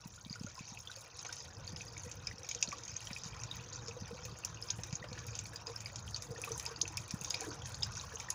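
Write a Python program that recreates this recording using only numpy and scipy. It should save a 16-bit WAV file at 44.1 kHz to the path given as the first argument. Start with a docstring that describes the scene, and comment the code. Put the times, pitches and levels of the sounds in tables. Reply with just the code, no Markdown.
"""Bright, ragged splashing drops, bubbly plops and glugs, soft thuds, dull knocks and a low outdoor rumble.
A garden fountain's thin jet breaks into drops on stones and shallow water: each loud drop is a noise
crack with a short, rising bubble sine. Bigger bubbles plop, the basin glugs and murmurs, fine spray spits.
Thuds are brief low waves at the hand-held microphone, handling clicks are dull noise bursts;
air, rumble and hiss are filtered noise."""
import sys
import numpy as np
from scipy import signal
from scipy.fft import rfft, irfft
from scipy.io import wavfile
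from scipy.ndimage import uniform_filter1d

SR = 44100
rng = np.random.default_rng(int(sys.argv[2]) if len(sys.argv) > 2 else 0)


def attenuation_scalar(level_db):
    """Turn a level in dB into a linear amplitude multiplier (20 dB per decade)."""
    decades = np.asarray(level_db, float) / 20
    return 10 ** decades


def wav_record(signal):
    """Record a signal, one row per channel, as 16-bit PCM in the file named by sys.argv[1]."""
    frames = np.transpose(np.atleast_2d(signal))
    bounded = np.clip(frames, -1, 1)
    # unit amplitude maps onto the largest positive 16-bit level
    quanta = np.round(bounded * 32767).astype(np.int16)
    wavfile.write(sys.argv[1], SR, quanta)


N = 367794  # samples

# loud drops: (t/s, level before trim/dB, bubble end f/Hz, splash against bubble before trim/dB)
LOUD_DROPS = [(0.2974, -38.5, 5050, -24), (0.3278, -35, 4920, -24), (0.3972, -41.5, 5600, -21),
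              (0.434, -52, 4920, 8), (0.464, -38.5, 6740, -8), (0.553, -45, 5340, -10),
              (0.59, -46, 6600, 1.5), (0.652, -44, 4670, -12), (0.499, -45, 6400, -7),
              (0.696, -51, 6300, -7), (0.873, -38.5, 3560, -18), (0.914, -41.5, 4060, -2.5),
              (0.9606, -40.5, 4750, -10), (1.191, -36, 5600, -8), (1.249, -41, 6360, -6),
              (1.326, -30.5, 5700, -5), (1.366, -40, 6400, -6), (1.403, -38.5, 5200, -14),
              (1.676, -34, 4800, -17), (1.761, -34.5, 5400, -12.5), (1.9782, -41, 7300, -5),
              (2.0344, -42, 7000, -19), (2.114, -35, 6620, -4.5), (2.27, -27.5, 5440, -8.5),
              (2.382, -38, 5800, -19), (2.432, -36.5, 6300, -31), (2.489, -39, 6100, 6),
              (2.5125, -40, 6200, 6.5), (2.548, -33.5, 6880, -3), (2.6259, -23.5, 6130, 1),
              (2.675, -35, 4440, -14), (2.6877, -40, 6250, 1), (2.71, -45, 6200, -3),
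              (2.725, -47.5, 6360, 5.5), (2.783, -47, 6500, 2), (2.835, -41, 6200, -3),
              (2.879, -37, 6640, -1), (2.965, -27, 6770, -12), (3.07, -36, 6240, -6),
              (3.131, -31.5, 5600, -15), (3.235, -34.5, 6480, -7), (3.266, -44, 6200, -9),
              (3.435, -36, 6200, -1), (3.512, -33, 3900, -26), (3.758, -31.5, 6470, -32),
              (3.882, -40.5, 5900, -2), (4.251, -36, 6200, -1.5), (4.448, -28, 6140, -9.5),
              (4.5442, -38.5, 6840, -21), (4.624, -30.5, 5400, -31), (4.6864, -37, 5430, -19),
              (4.8342, -34.5, 6350, -2), (4.9262, -45, 7150, 7), (4.954, -30.5, 7020, -15),
              (5.086, -41.5, 5200, -17), (5.129, -40.5, 4520, -3), (5.19, -44, 6700, -2),
              (5.269, -49, 7100, -5), (5.352, -43, 5240, 5), (5.39, -40, 7900, 5), (5.455, -41, 4630, -12),
              (5.5586, -35.5, 5100, -5.5), (5.669, -32.5, 5230, -7), (5.7614, -29.5, 5600, -32),
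              (5.804, -45.5, 5950, 5.5), (5.8583, -35.5, 5140, -13), (5.958, -39.5, 6140, 2.5),
              (6.1446, -28, 4760, -35), (6.1614, -37, 6250, 2), (6.221, -46.5, 5330, 9),
              (6.438, -43, 3440, -6), (6.5179, -30, 6400, -9), (6.5967, -28, 6200, -5),
              (6.662, -29.5, 5280, -7.5), (6.7606, -36.5, 4900, -10), (6.877, -42, 6500, 6.5),
              (6.971, -28, 5560, -7), (7.108, -37.5, 6240, 2), (7.2116, -40, 7000, -15),
              (7.2453, -36.5, 6200, 1), (7.305, -29, 5270, -0.5), (7.344, -39, 6500, 2),
              (7.4072, -49.5, 5400, 11), (7.505, -41, 4800, -21), (7.6197, -43.5, 3460, -12),
              (7.657, -41.5, 6600, 2.5), (7.7437, -38, 4600, -1), (7.823, -34, 3800, -9),
              (7.831, -22, 5400, -7), (7.952, -44.5, 4970, 3.5), (7.997, -37.5, 4220, -18),
              (7.969, -35, 6000, -9), (8.011, -41, 6360, 0), (8.1562, -31.5, 6860, -28),
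              (8.199, -41.5, 6340, 4), (8.3036, -26, 6970, -8.5)]
# larger bubbles: (t/s, level before trim/dB, end f/Hz)
PLOP_BUBBLES = [(0.039, -44, 2780), (0.178, -47, 1440), (0.25, -34.5, 3800), (0.34, -45, 2220),
                (0.356, -40, 1460), (0.594, -39, 2630), (0.68, -43, 2760), (2.446, -40.5, 2390),
                (2.719, -31, 2400), (3.602, -49, 980), (4.282, -42.5, 1214), (4.706, -39, 2480),
                (4.838, -43, 1720), (5.115, -44, 2410), (5.151, -43, 1720), (5.241, -43, 2450),
                (5.286, -38, 2460), (5.332, -40, 2510), (5.361, -49, 2600), (5.457, -39, 2390),
                (5.665, -46, 2470), (5.692, -46, 1036), (6.663, -43, 925), (7.272, -42, 1075),
                (7.412, -39, 780), (8.196, -43, 885), (0.468, -42.5, 1430), (0.577, -38.5, 1050),
                (0.774, -35, 2610), (0.897, -38, 1530), (1.292, -36.5, 1560), (1.809, -32, 2520),
                (1.968, -36, 2300), (2.273, -32.5, 2400), (2.313, -35.5, 2030), (2.49, -34, 3460),
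                (2.513, -31.5, 2380), (2.627, -23, 2670), (2.726, -29.5, 1152), (3.006, -36, 2820),
                (3.073, -33, 3160), (3.105, -34.5, 2480), (3.164, -28.5, 2510), (3.333, -36.5, 2440),
                (3.419, -38.5, 2730), (3.912, -37.5, 2610), (4.438, -33.5, 2740), (4.573, -36, 2840),
                (5.027, -36, 1970), (5.177, -37, 1750), (5.389, -37, 2770), (5.533, -38.5, 1690),
                (5.861, -34.5, 2280), (6.079, -33.5, 3150), (6.361, -38.5, 1820), (6.439, -23, 2540),
                (6.476, -31.5, 1184), (6.656, -32, 2570), (6.855, -31, 2660), (6.978, -28.5, 2500),
                (7.218, -35, 2660), (7.344, -23.5, 2430), (7.441, -36, 1700), (7.514, -37.5, 1520),
                (7.863, -39.5, 1630), (7.974, -37, 1515), (8.037, -37, 1115), (8.122, -38, 1720),
                (8.172, -36, 2960), (8.205, -33, 2390), (8.286, -34.5, 1870)]
# spits of spray: (t/s, level before trim/dB, top treble against the rest before trim/dB)
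SPRAY_SPITS = [(0.071, -50, -5), (0.394, -49, -24), (0.962, -49, -20), (1.325, -43, -32), (1.4423, -72, -3),
               (1.851, -51, -24), (1.9774, -49, -22), (2.488, -46, -5), (2.612, -45, -11),
               (3.0047, -43, -29), (3.051, -44, -13), (3.555, -60, 14), (4.079, -47.5, -28),
               (4.253, -54, 6), (4.387, -42, -16), (4.449, -35, -8), (4.6152, -45, -20), (5.266, -45, -4),
               (5.757, -46, -22), (6.075, -48, -29), (6.108, -43, -31), (6.223, -39, -17),
               (6.3967, -50, -20), (6.4162, -33.5, -21), (6.446, -38.5, -4), (6.5164, -48, -21),
               (6.578, -31, -30), (6.597, -35, -26), (6.626, -37, -16), (6.6526, -34.5, -29),
               (6.815, -36, -26), (6.879, -41, -32), (6.9708, -31, -14), (7.079, -42, -23),
               (7.1118, -42, -22), (7.144, -38, -24), (7.212, -36, -21), (7.237, -38, -13),
               (7.301, -34.5, -16), (7.342, -41, -12), (7.4072, -33, -25), (7.681, -50, -22),
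               (7.919, -47, -19), (8.302, -25, -26.5)]
# colour of microphone and stones: (f/Hz, gain/dB)
MIC_COLOUR = [(880, -11), (1500, -2), (2130, -15.5), (2400, -7), (2800, -11.5), (3330, -12), (3700, -8),
              (4100, -10.5), (4650, -6), (6470, 1.5), (6730, 2.5), (8060, -15), (10000, -9.5),
              (13400, -24.5), (15300, -2.5), (15750, -22), (16000, -55), (16800, -39)]


def in_time(rows):
    """Columns of a curve table at every sample."""
    s, *columns = np.transpose(rows)
    return [np.interp(np.arange(N) / SR, s, c) for c in columns]


def at_hz(points, hz):
    """Read a spectrum on a log-frequency axis."""
    table_hz, db = np.transpose(points)
    return np.interp(np.log(np.maximum(hz, 1)), np.log(table_hz), db)


def rms_one(x):
    """Scale to rms 1."""
    return x / np.sqrt(np.mean(x ** 2) + 1e-20)


def band_pass(x, order, low_hz, high_hz):
    """Keep what lies between two frequencies."""
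    return signal.sosfilt(signal.butter(order, [low_hz, high_hz], "band", fs=SR, output="sos"), x)


def drift(pole_hz):
    """Slow random wander of rms 1: noise through two equal low-pass poles."""
    hop = 40  # samples between the points of the slow curve
    r = np.exp(-2 * np.pi * pole_hz * hop / SR)
    noise = rng.standard_normal(N // hop + 2002)
    slow = signal.lfilter([1], [1, -2 * r, r * r], noise)[2000:]  # skip the filter's start
    return np.interp(np.arange(N) / hop, np.arange(len(slow)), rms_one(slow))


def coloured(x, spectrum, size=8192):
    """Causal (minimum-phase) filter that follows a spectrum."""
    gain = attenuation_scalar(at_hz(spectrum, np.arange(size // 2 + 1) * SR / size))
    cepstrum = irfft(np.log(gain))
    cepstrum[1:size // 2] *= 2  # fold it forward in time
    cepstrum[size // 2 + 1:] = 0
    return signal.fftconvolve(x, irfft(np.exp(rfft(cepstrum))))[:N]


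def laid_out(seconds, grains):
    """Add each row of grains at its time."""
    at = (np.asarray(seconds) * SR).astype(int)[:, None] + np.arange(grains.shape[1])
    return np.bincount(at.ravel(), grains.ravel(), N + grains.shape[1])[:N]


def bubbles(seconds, db, hz, octaves, cycles, rise_s, swell, size):
    """Sines that glide by some octaves to hz, swell, and die by 60 dB in some cycles."""
    t, hz = np.arange(size) / SR, hz[:, None]
    pitch = hz * 2 ** (-np.reshape(octaves, (-1, 1)) * np.exp(-(t / rise_s) ** 2))
    decay_s = np.reshape(cycles, (-1, 1)) / hz / np.log(1000)
    shape = (1 - np.exp(-t / (swell * decay_s))) ** 2 * np.exp(-t / decay_s)
    shape = shape * (pitch / hz) ** 2  # a smaller bubble radiates better
    shape = attenuation_scalar(db)[:, None] * shape / shape.max(axis=1, keepdims=True)
    # churning water makes each ring flutter; the 6 undoes the loss of level in smoothing
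    flutter = uniform_filter1d(rng.standard_normal(shape.shape), size=36, axis=1) * 6
    shape = shape * (1 + 0.3 * flutter)
    return laid_out(seconds, shape * np.sin(2 * np.pi * np.cumsum(pitch, axis=1) / SR))


def cracks(seconds, db, decay_s, size=512):
    """Bursts of white noise that swell quickly and die, as where water shatters."""
    t = np.arange(size) / SR / decay_s
    shape = (1 - np.exp(-t / 0.19)) ** 2 * np.exp(-t)
    return laid_out(seconds, attenuation_scalar(db)[:, None] * shape * rng.standard_normal((len(db), size)))


def arrivals(chance, share, trail_s):
    """A share of small events trail a loud drop, plop or spit by a short random wait; the rest fall anywhere."""
    leaders = np.concatenate([np.transpose(rows)[0] for rows in (LOUD_DROPS, PLOP_BUBBLES, SPRAY_SPITS)])
    leader_s = leaders[(chance[:, 0] * len(leaders)).astype(int)]
    trailing = leader_s - trail_s * np.log(1 - chance[:, 1])
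    s = np.where(chance[:, 2] < share, trailing, chance[:, 0] * N / SR)
    return np.minimum(s, (N - 1) / SR)


def far_air(level_db):
    """Far wash of air: noise bands that each wander in level, so the wash is patchy."""
    # spectrum of the air before levelling: (f/Hz, gain/dB)
    air_colour = [(120, -29), (200, -9), (410, 1.5), (480, 6), (700, 7.5), (840, 7), (968, 9.5),
                  (1560, 2.5), (1830, -4.5), (2400, -8), (3350, -20), (6340, 1.5), (8180, -49), (9000, -63),
                  (11700, -48), (19800, -120)]
    edges = np.geomspace(100, 9000, 15)
    patches = np.zeros(N)
    for low_hz, high_hz in zip(edges, edges[1:]):
        patch = band_pass(rng.standard_normal(N), 2, low_hz, high_hz)
        patches += patch * attenuation_scalar(2.57 * drift(6.1))
    return rms_one(coloured(patches, air_colour)) * attenuation_scalar(level_db - 1.5)


def low_rumble(level_db):
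    """Low noise that wavers a little; a pump or far engine swells it with a narrow drone."""
    # spectrum of the rumble before levelling: (f/Hz, gain/dB)
    rumble_colour = [(18, -50), (30, -43), (39, -15), (50, -2.5), (107, 5.5), (188, -8), (260, -20),
                     (340, -35), (570, -120)]
    drone_hz, width_hz, drone_db = 110.9, 10.4, -5.5  # level against the rumble
    drone = band_pass(rng.standard_normal(N), 1, drone_hz - width_hz / 2, drone_hz + width_hz / 2)
    rumble = rms_one(coloured(rng.standard_normal(N), rumble_colour))
    return (rumble + attenuation_scalar(drone_db) * rms_one(drone)) * attenuation_scalar(level_db + 2.3 * drift(6.4))


def hiss():
    """A faint steady hiss under the treble: high-passed noise."""
    high = signal.butter(2, 9000, "high", fs=SR, output="sos")
    return attenuation_scalar(-70) * coloured(signal.sosfilt(high, rng.standard_normal(N)), MIC_COLOUR)


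def thuds(size=2048):
    """Pushes on the microphone: a low wave under a bell, steeper in front, each as abrupt as chance makes it."""
    # thuds: (start t/s, level/dB, f/Hz)
    pushes = [(0.052, -39, 174), (0.257, -40, 185), (0.302, -36, 169), (0.405, -34.5, 183),
              (0.439, -35, 191), (0.601, -40, 174), (0.715, -43.5, 183), (1.617, -48, 125),
              (1.725, -38.5, 166), (2.059, -43, 184), (2.179, -49, 151), (2.331, -45.5, 180),
              (2.675, -40, 176), (3.104, -37, 172), (3.254, -41.5, 150), (4.015, -36, 168),
              (4.124, -38, 164), (4.224, -42.5, 135), (4.318, -45, 143), (4.728, -45, 129),
              (4.78, -40.5, 147), (4.924, -31, 141), (5.011, -42, 152), (5.11, -39.5, 175),
              (6.302, -40.5, 127), (7.133, -29.5, 170), (7.211, -39, 143)]
    s, db, hz = np.transpose(pushes)
    turns = (np.arange(size) / SR - .008) * hz[:, None]  # cycles from the middle of the bell
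    front = 0.31 + 0.21 * rng.random((len(s), 1))
    bell = np.exp(-(turns / np.where(turns < 0, front, 0.85)) ** 2)
    return laid_out(s, attenuation_scalar(db)[:, None] * bell * np.cos(2 * np.pi * turns + 0.19))


def handling_clicks():
    """Dull broadband knocks, some with thuds, as the microphone is handled: band-passed noise bursts."""
    # knocks: (t/s, level before trim/dB)
    click_events = [(1.247, -43.5), (3.104, -48), (4.785, -48.5), (4.926, -50.5), (5.039, -46),
                    (5.176, -49.5), (6.439, -51), (6.473, -54)]
    s, db = np.transpose(click_events)
    return band_pass(cracks(s, db + 13, 0.0088, size=3000), 2, 350, 2800)


def gurgle(level_db, count=1100):
    """Many faint bubbles overlap under the stones."""
    chance = rng.random((count, 4))
    s = chance[:, 0] * N / SR
    size_db = -2.6 * np.log(np.maximum(chance[:, 1], .08))  # few are large
    db = (level_db + 2.05 * drift(9.0))[(s * SR).astype(int)] - 4.5 + size_db
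    hz = 840 * 2 ** (1.152 * chance[:, 2])
    return bubbles(s, db, hz, octaves=0.12 * chance[:, 3], cycles=20 + 39.0 * chance[:, 3],
                   rise_s=0.013, swell=0.25, size=2560)


def murmur(level_db):
    """The hollow of the basin resonates: narrow noise bands whose levels wander."""
    # resonances of the hollow: (f/Hz, width f/Hz, level against the murmur before trim/dB)
    hollow_modes = [(330, 67, 0.5), (481, 75, 1.5)]
    out = np.zeros(N)
    for hz, width_hz, mode_db in hollow_modes:
        mode = rms_one(band_pass(rng.standard_normal(N), 2, hz - width_hz / 2, hz + width_hz / 2))
        out += mode * attenuation_scalar(level_db - 1.0 + mode_db + 4.1 * drift(11.5))
    return out


def glugs():
    """Big slow bubbles in the basin, of nearly steady pitch."""
    # glugs: (t/s, level before trim/dB, end f/Hz)
    glug_events = [(0.47, -50, 570), (4.195, -51, 483), (4.323, -52.5, 393), (5.12, -48, 499),
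                   (5.536, -55, 465), (5.697, -44, 472), (6.475, -50, 470), (6.678, -51, 439),
                   (1.601, -55, 537), (2.07, -51.5, 505), (6.39, -55.5, 330), (6.51, -51.5, 332),
                   (6.781, -52.5, 323), (6.833, -47.5, 330), (6.905, -53, 323), (6.83, -50, 460),
                   (0.972, -51.5, 543), (2.558, -48.5, 478), (3.885, -44.5, 467), (3.968, -43.5, 493),
                   (4.112, -41.5, 468), (4.148, -47, 510), (4.255, -47, 506), (5.042, -48, 598),
                   (5.677, -46.5, 464), (6.31, -44.5, 466), (6.387, -52, 480), (6.509, -39.5, 448),
                   (6.714, -44.5, 458), (7.417, -43.5, 445), (7.47, -40.5, 430), (8.139, -45.5, 444)]
    s, db, hz = np.transpose(glug_events)
    return bubbles(s - .004, db - 0.5, hz, octaves=0.013, cycles=38.0, rise_s=0.0015, swell=0.19, size=6000)


def plops():
    """Larger bubbles ring briefly; the deeper their pitch, the more they rise."""
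    s, db, hz = np.transpose(PLOP_BUBBLES)
    return bubbles(s - .001, db - 6.5, hz, octaves=0.073 * (1500 / hz) ** 2,
                   cycles=35.5 * (hz / 1500) ** -0.6, rise_s=0.0042, swell=0.53, size=2048)


def spray(level_db, count=600):
    """Loud spits over a clumped fine crackle of varied brightness, each fine crack with a tiny bubble."""
    s, db, top_db = np.transpose(SPRAY_SPITS)
    chance = rng.random((count, 4))
    fine_s = arrivals(rng.random((count, 3)), share=0.55, trail_s=0.025)
    size_db = -3.1 * np.log(np.maximum(chance[:, 1], .04))
    fine_db = (level_db + 26.0 + 2.5 * drift(5.5))[(fine_s * SR).astype(int)] + size_db
    # chance tilts each fine crack between the lower and the top treble
    low = cracks(s, db + 16.0, 0.0015) + cracks(fine_s, fine_db - 13 * chance[:, 2] - 0.5, 0.0035)
    top = cracks(s, db + top_db + 20, 0.003)
    top = top + cracks(fine_s, fine_db - 13 * (1 - chance[:, 2]) - 6.5, 0.0046)
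    tiny = bubbles(fine_s, fine_db - 10.0, 7800 * 2 ** (0.72 * chance[:, 3]), octaves=0.25 * chance[:, 2],
                   cycles=28.0, rise_s=0.0026, swell=0.65, size=384)
    high = signal.butter(3, 12500, "high", fs=SR, output="sos")
    return band_pass(low, 3, 7000, 12500) + tiny + signal.sosfilt(high, top)


def patter(level_db, count=5200):
    """Small drops, with gliding bubbles and hisses, partly trail the loud ones in clumps; few are large."""
    # hiss of large, middling and small drops: (low f/Hz, high f/Hz)
    splash_ranges = [(1500, 3300), (2400, 4600), (3600, 7800)]
    chance = rng.random((count, 6))
    s = arrivals(rng.random((count, 3)), share=0.4, trail_s=0.03)
    at = (s * SR).astype(int)
    size_db = -2.6 * np.log(np.maximum(chance[:, 1], .12))
    # each size of drop clumps in its own time
    clump_db = 2.7 * np.array([drift(8.9) for _ in splash_ranges])
    size_class = (chance[:, 2] * len(clump_db)).astype(int)
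    db = level_db[at] + clump_db[size_class, at] + size_db
    hz = 1900 * 2 ** (1.868 * chance[:, 2])
    # most bubbles rise, some fall a little
    out = bubbles(s, db + 2.5 + 2.7 * np.log2(hz / 4000), hz, octaves=0.596 * chance[:, 3] ** 2 - .12,
                  cycles=18 + 40 * chance[:, 4], rise_s=0.00286, swell=0.96, size=768)
    hiss_db = db + 10.0 - 14 * chance[:, 5]
    for low_hz, high_hz in splash_ranges:  # drops hiss in the ranges around their bubble's pitch
        near = (hz >= low_hz * 1.25) & (hz < high_hz / 1.1)
        out = out + band_pass(cracks(s[near], hiss_db[near], 0.0047), 2, low_hz, high_hz)
    return signal.sosfilt(signal.butter(6, 7400, fs=SR, output="sos"), out)


def plunges():
    """Drops punch a deep cavity, which whips upward and is loudest as it pinches shut."""
    # plunging drops: (t/s, level before trim/dB, end f/Hz)
    cavities = [(4.7009, -23, 7030), (6.812, -19.5, 6860), (7.34, -26.5, 5120)]
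    s, db, hz = np.transpose(cavities)
    return bubbles(s, db - at_hz(MIC_COLOUR, hz), hz, octaves=1.405, cycles=62,
                   rise_s=0.0033, swell=2.2, size=1024)


def droplets(seconds, db, count=6):
    """The crown of each splash falls back as a ragged, fading run of small cracks."""
    chance = rng.random((len(db), count, 2))
    late_s = 0.0023 + 0.027 * chance[..., 0]
    level_db = db[:, None] - 9.5 - 350 * late_s - 9.2 * chance[..., 1]
    return cracks((seconds[:, None] + late_s).ravel(), level_db.ravel(), 0.0019)


def drops():
    """The loud drops: a short rising bubble inside a noisy splash."""
    s, db, hz, splash_db = np.transpose(LOUD_DROPS)
    # lift each ring by what the microphone's colour will take away
    ring = bubbles(s, db - at_hz(MIC_COLOUR, hz) + 0.5, hz, octaves=0.14, cycles=49.6,
                   rise_s=0.0023, swell=0.43, size=1024)
    splash = cracks(s, db + splash_db + 14, 0.0024) + droplets(s, db + splash_db + 15.0)
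    return ring + band_pass(splash, 4, 2100, 7400)


def stones(x, size=6000):
    """Dense, dull early echoes from stones and leaves close by: decaying low-passed noise."""
    t60_s, echo_db, cut_hz = 0.073, -10, 11500
    t = np.arange(size) / SR
    echoes = rng.standard_normal(size) * attenuation_scalar(-60 * t / t60_s) * (t > .0015)
    echoes = signal.sosfilt(signal.butter(2, cut_hz, fs=SR, output="sos"), echoes)
    return x + attenuation_scalar(echo_db) * signal.fftconvolve(x, echoes / np.linalg.norm(echoes))[:N]


def scene():
    """All sources, one channel; nearness sets the patter, the air and the gurgle."""
    # how near and open the path from the water to the moving microphone is: (t/s, swing before share/dB)
    nearness = [(0, -2.5), (0.65, -1), (0.8, -1.5), (1.1, 4.5), (2.7, 2), (3.5, 6), (4.4, 1.5), (4.9, 1.5),
                (5.8, 0.5), (6.6, 5), (7.15, 0), (7.35, 6), (7.58, 3), (7.9, 3.5), (8.34, 2)]
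    # far rumble: (t/s, level/dB)
    rumble_curve = [(0, -58), (0.6, -58.5), (1.2, -62.5), (1.6, -54.5), (2.8, -56.5), (3.5, -52),
                    (4.4, -56), (4.9, -54), (6.5, -53.5), (7.3, -52.5), (7.7, -50.5), (8.34, -53)]
    # how busily the basin glugs, heard in its murmur: (t/s, level before trim/dB)
    glugging = [(0, -75.5), (0.8, -79), (1.3, -72), (1.8, -68), (2.5, -70.5), (2.8, -69.5), (3.1, -76.5),
                (3.5, -67), (4.2, -70), (4.6, -70), (5.1, -66), (5.35, -72.5), (5.65, -70.5), (6.1, -79),
                (6.35, -63), (6.9, -78), (7.1, -73.5), (7.5, -59.5), (7.85, -80.5), (8.15, -74),
                (8.34, -76)]
    # how openly the microphone faces the spray: (t/s, level before trim/dB)
    spray_view = [(0, -67), (0.7, -75.5), (1.1, -64), (1.5, -72.5), (2, -66), (2.6, -77.5), (3.2, -70),
                  (3.8, -78), (4.3, -73), (4.8, -65), (5.1, -76.5), (5.4, -68), (6, -68), (6.6, -63),
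                  (7.3, -67.5), (7.7, -64), (8.34, -67.5)]
    curves = (nearness, rumble_curve, glugging, spray_view)
    (near_db,), (rumble_db,), (murmur_db,), (spray_db,) = map(in_time, curves)
    # level at nearness 0 and the share of its swing that each follows
    patter_db = -57 + 0.63 * near_db
    wash_db = -60 + 0.58 * near_db
    # the wash thickens steadily on the way round to the spout, by 0.8 dB per second
    wash_db = wash_db + 0.8 * (np.arange(N) - N / 2) / SR
    background = far_air(wash_db) + low_rumble(rumble_db) + hiss()
    basin = gurgle(wash_db) + murmur(murmur_db) + glugs() + plops()
    splashes = coloured(spray(spray_db) + patter(patter_db) + plunges() + drops(), MIC_COLOUR)
    echoed = stones(handling_clicks() + basin + splashes)
    return (background + thuds() + echoed)[None]


def roll_off(x):
    """The treble ends steeply here."""
    return signal.sosfilt(signal.butter(12, 16960, fs=SR, output="sos"), x)


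def record(dry):
    """Finish the mix for writing."""
    return roll_off(dry)


dry = scene()
out = record(dry)
wav_record(out)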